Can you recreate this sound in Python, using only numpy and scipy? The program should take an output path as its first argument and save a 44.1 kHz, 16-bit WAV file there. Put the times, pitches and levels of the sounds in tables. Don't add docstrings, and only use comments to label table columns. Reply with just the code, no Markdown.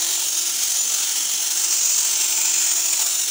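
import sys
import numpy as np
from scipy import signal
from scipy.fft import rfft, irfft
from scipy.io import wavfile
from scipy.ndimage import uniform_filter1d

SR = 44100
rng = np.random.default_rng(int(sys.argv[2]) if len(sys.argv) > 2 else 0)


def persist_wave(psi):
    counts = np.round(np.clip(psi, -1, 1) * 32767).astype(np.int16)
    wavfile.write(sys.argv[1], SR, np.atleast_2d(counts).T)


def boost(x):
    u = np.asarray(x, float) / 20
    return 10 ** u


N = 145530
GEAR_RATIO = 14.75


def in_time(rows):
    s, *columns = np.transpose(rows)
    return [np.interp(np.arange(N) / SR, s, c) for c in columns]


def rms_one(x):
    return x / np.sqrt(np.mean(x ** 2) + 1e-20)


def drift(rate_hz):
    r = np.exp(-80 * np.pi * rate_hz / SR)
    noise = rng.standard_normal(N // 40 + 2002)
    slow = signal.lfilter([1], [1, -2 * r, r * r], noise)[2000:]
    return np.interp(np.arange(N) / 40, np.arange(len(slow)), rms_one(slow - slow.mean()))


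def breeze():
    band = signal.butter(3, [18, 65], "band", fs=SR, output="sos")
    low = signal.sosfilt(band, rng.standard_normal(N))
    return boost(-82.5 + 5.3 * drift(4.7)) * rms_one(low)


# start in seconds, crack level in dB, thud level in dB.
SNAPS = [
    (0.621, -30, -72),
    (.9, -30, -72),
    (2.94, -20, -47),
]


def twigs():
    length = 4410
    out, t = np.zeros(N + length), np.arange(length) / SR
    band = signal.butter(1, [1125, 13500], "band", fs=SR, output="sos")
    for start_s, crack_db, thud_db in SNAPS:
        crack = signal.sosfilt(band, rng.standard_normal(length)) * boost(-60 * t / 0.035)
        thud = np.sin(2 * np.pi * 150 * t) * boost(-60 * t / 0.027)
        start = int(start_s * SR)
        out[start:start + length] += boost(crack_db) * crack + boost(thud_db) * thud
    return out[:N]


# multiple of the shaft rate, level in dB against the hum.
OVERTONES = [(2, -7), (3, -6), (4, -6), (5, -10), (12, -2)]


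def motor(turns, whine_db, hum_db):
    hum = np.sin(2 * np.pi * turns) * boost(drift(7))
    for multiple, db in OVERTONES:
        wobble = 0.1 * drift(9.3)
        hum = hum + boost(db + 2.1 * drift(2.8)) * np.sin(2 * np.pi * (multiple * turns + wobble))
    tone = np.sin(2 * np.pi * 21 * turns + 0.5 * drift(45))
    crank_swing_db = 1.2 * np.cos(4 * np.pi * turns / GEAR_RATIO - 1.5)
    flicker_db = 2 * drift(29) + 2.0 * drift(26)
    whine = boost(whine_db + flicker_db + crank_swing_db) * tone
    return np.sqrt(2) * (boost(hum_db) * hum + whine)


def knocks():
    hits = rng.uniform(0.9, 1, N) * (rng.random(N) < 50 / SR)
    fade = np.exp(-1 / (0.008 * SR))
    jumps = np.tanh(signal.lfilter([1], [1, -fade], hits + 1e-18))
    return rms_one(jumps - uniform_filter1d(jumps, SR // 8))


# swings per turn, size of the swing in dB, phase in radians.
STROKE = [(1, .8, 1.85), (2, 1.15, -1.5), (.3215, .4, 1.77), (.6395, .4, -1.5)]


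def sliding(turns):
    crank = turns / GEAR_RATIO
    swing_db = sum(db * np.cos(2 * np.pi * k * crank + phase) for k, db, phase in STROKE)
    shudder_db = 0.75 * drift(38)
    effort_db = 1.04 * swing_db + shudder_db + 0.75 * knocks()
    ticks_per_s, tick_share = 9000, 0.3
    sizes = boost(2.0 * np.minimum(rng.exponential(1, N), 3.5)) * rng.choice([-1, 1], N)
    ticks = rms_one(sizes * (rng.random(N) < ticks_per_s / SR))
    scrape = rng.standard_normal(N)
    return boost(effort_db) * (np.sqrt(tick_share) * ticks + np.sqrt(1 - tick_share) * scrape)


# pitch in Hz, width in Hz, lift in dB.
RINGS = [(395, 40, 5), (470, 40, -6), (635, 50, -5), (700, 110, 4), (890, 110, 4), (1080, 60, -5),
         (1400, 120, 3), (1530, 60, 2), (4880, 220, -3), (5120, 200, 2), (6220, 130, 3), (6640, 120, 3),
         (10000, 260, 1), (11300, 300, 2)]


def coloured(x, spectrum, skirt_db=18):
    hz = np.fft.rfftfreq(N, 1 / SR) + 1
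    at, db = np.transpose(spectrum)
    outside = np.maximum(at[0] / hz, np.maximum(hz / at[-1], 1))
    gain_db = np.interp(np.log(hz), np.log(at), db) - skirt_db * np.log2(outside)
    for ring_hz, width, lift_db in RINGS:
        gain_db = gain_db + lift_db / (1 + (2 * (hz - ring_hz) / width) ** 2)
    return rms_one(irfft(rfft(x) * boost(gain_db), N))


# middle in seconds, length in seconds, pitch in Hz, lift in dB.
BEAMS = [(.13, .2, 6220, 3), (.8, .4, 6220, 4), (1.6, .25, 6200, 4), (3.2, .25, 6250, 4),
         (.4, .5, 10050, 4), (1.35, .7, 10000, 5), (.8, .3, 9200, 3), (2.15, .5, 8600, 5),
         (2.3, 1.2, 9550, -4), (1.9, .6, 8100, 2), (2.6, .4, 8200, 3), (3.12, .45, 8050, 6),
         (3.1, .4, 8800, 5), (3.1, .4, 10450, 4), (2.65, .4, 6650, 4), (1.25, .5, 8000, -4),
         (.35, .2, 6650, 3), (2.2, .7, 900, 6), (2.1, .45, 1000, 5), (.62, .12, 230, 7), (2.4, .5, 1420, 3),
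         (1.2, .5, 1330, 3), (.2, .2, 890, 4), (2.9, .5, 720, 3)]


def patchy(x):
    hz, s, z = signal.stft(x, SR, nperseg=1024, noverlap=768)
    patch_bins, patch_frames = int(250 / hz[1]) + 1, int(0.41 / s[1] / 2) + 1
    field = rng.standard_normal(z.shape)
    for _ in range(2):
        field = uniform_filter1d(field, patch_bins, axis=0)
        field = uniform_filter1d(field, patch_frames, axis=1)
    lumps = drift(6.6)[np.minimum(s * SR, N - 1).astype(int)]
    lows = 1 / (1 + (hz / 267) ** 4)
    fine = uniform_filter1d(rng.standard_normal(z.shape), int(0.22 / s[1]), axis=1)
    gain_db = 1.32 * rms_one(field) + 6 * np.outer(lows, lumps) + 1.7 * rms_one(fine)
    for middle, length, beam_hz, lift_db in BEAMS:
        width = 0.022 * beam_hz + 70
        in_pitch = np.exp(-(2 * (hz - beam_hz) / width) ** 2)
        in_passing = np.exp(-(2 * (s - middle) / length) ** 4)
        gain_db += lift_db * np.outer(in_pitch, in_passing)
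    return signal.istft(z * boost(gain_db), SR, nperseg=1024, noverlap=768)[1][:N]


# pitch in Hz, level in dB.
BLADE_EDGE_ON = [(1180, -34), (2000, -26), (3080, -5.5), (4850, -6.5), (6070, 1), (6900, -1), (7780, -6.5),
                 (10200, -8), (13500, -26.5)]
BLADE_TURNED = [(1180, -80), (2000, -28.5), (2440, -11.5), (3310, -13.5), (4380, -11), (7300, 1),
                (8840, -8.5), (9730, -23.5), (13500, -28)]
HOUSING = [(125, -36), (200, -17), (300, -10.5), (470, -7), (700, -4.5), (1400, -3), (2000, -4.5),
           (2600, -12.5)]
PORT = [(13900, -9), (14050, -11), (14500, -9), (15000, 7.5), (15700, 0), (16500, 2.5)]


def blades(turns, turned):
    drive = sliding(turns)
    turned = np.clip(turned, 0, 1)
    steel = (1 - turned) * coloured(drive, BLADE_EDGE_ON) + turned * coloured(drive, BLADE_TURNED)
    housing = boost(-20) * coloured(drive, HOUSING, skirt_db=35)
    port = boost(-9) * coloured(drive, PORT, skirt_db=200)
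    return patchy(steel + housing + port)


# time in seconds, turns per second, fan whine in dB.
SHAFT = [(0.0, 341.8, -34.0), (0.3, 341.4, -39.0), (0.57, 341.6, -36.0), (0.62, 330.4, -36.0),
         (0.68, 326.3, -33.0), (0.8, 332.6, -28.0), (0.92, 336.5, -32.0), (1.15, 334.2, -35.0),
         (1.4, 339.5, -35.0), (1.7, 342.7, -33.0), (2.1, 345.2, -34.0), (2.45, 347.6, -31.0),
         (2.55, 344.4, -30.0), (2.67, 335.2, -27.0), (2.9, 340.8, -30.0), (2.96, 331.3, -32.0),
         (3.1, 334.0, -32.0), (3.3, 339.4, -39.0)]
# time in seconds, rattle level in dB, share of the blade face turned
# to us from 0 to 1, lift of the whine in dB, hum level in dB.
HEAD = [(0, -21.5, 0.45, -1, -47), (.15, -21.5, 0.34, 7.5, -51.5), (.3, -23, 0.26, 2.5, -54),
        (.45, -22.5, 0.22, 4, -50), (.65, -21.5, 0.45, -9, -61), (.8, -23.5, 0.13, 5, -58),
        (1.0, -21.5, 0.39, -9, -58), (1.3, -23, 0.17, 0, -55.5), (1.52, -22.5, 0.16, -4, -53.5),
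        (1.75, -21, 0.64, 4, -52.5), (2.0, -21, 0.65, 5.5, -56), (2.15, -21, 0.6, -5, -53),
        (2.4, -21, 0.71, -0.5, -50.5), (2.68, -21, 0.58, 1, -51.5), (2.85, -21.5, 0.62, -6, -52),
        (3.0, -21, 0.56, -6, -55.5), (3.15, -22.5, 0.37, 7, -53), (3.3, -22.5, 0.14, 3, -57)]


def scene():
    turns_per_s, whine_db = in_time(SHAFT)
    rattle_db, turned, lift_db, hum_db = in_time(HEAD)
    turns = np.cumsum(turns_per_s) / SR
    mono = breeze() + twigs()
    mono = mono + motor(turns, whine_db + lift_db, hum_db)
    mono = mono + boost(rattle_db) * blades(turns, turned)
    return np.array([mono, mono])


def low_pass(x):
    return signal.sosfilt(signal.butter(12, 17110, fs=SR, output="sos"), x)


def record(dry):
    hz = np.fft.rfftfreq(N, 1 / SR)
    headroom = 0.6
    rounding = rfft(headroom * np.tanh(dry / headroom) - dry)
    rounding = rounding / (1 + (250 / (hz + 1)) ** 6)
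    top_cut_db = -0.55 * np.maximum(hz - 15745, 0)
    mix = irfft((rfft(dry) + rounding) * boost(top_cut_db), N)
    return low_pass(mix)


dry = scene()
out = record(dry)
persist_wave(out)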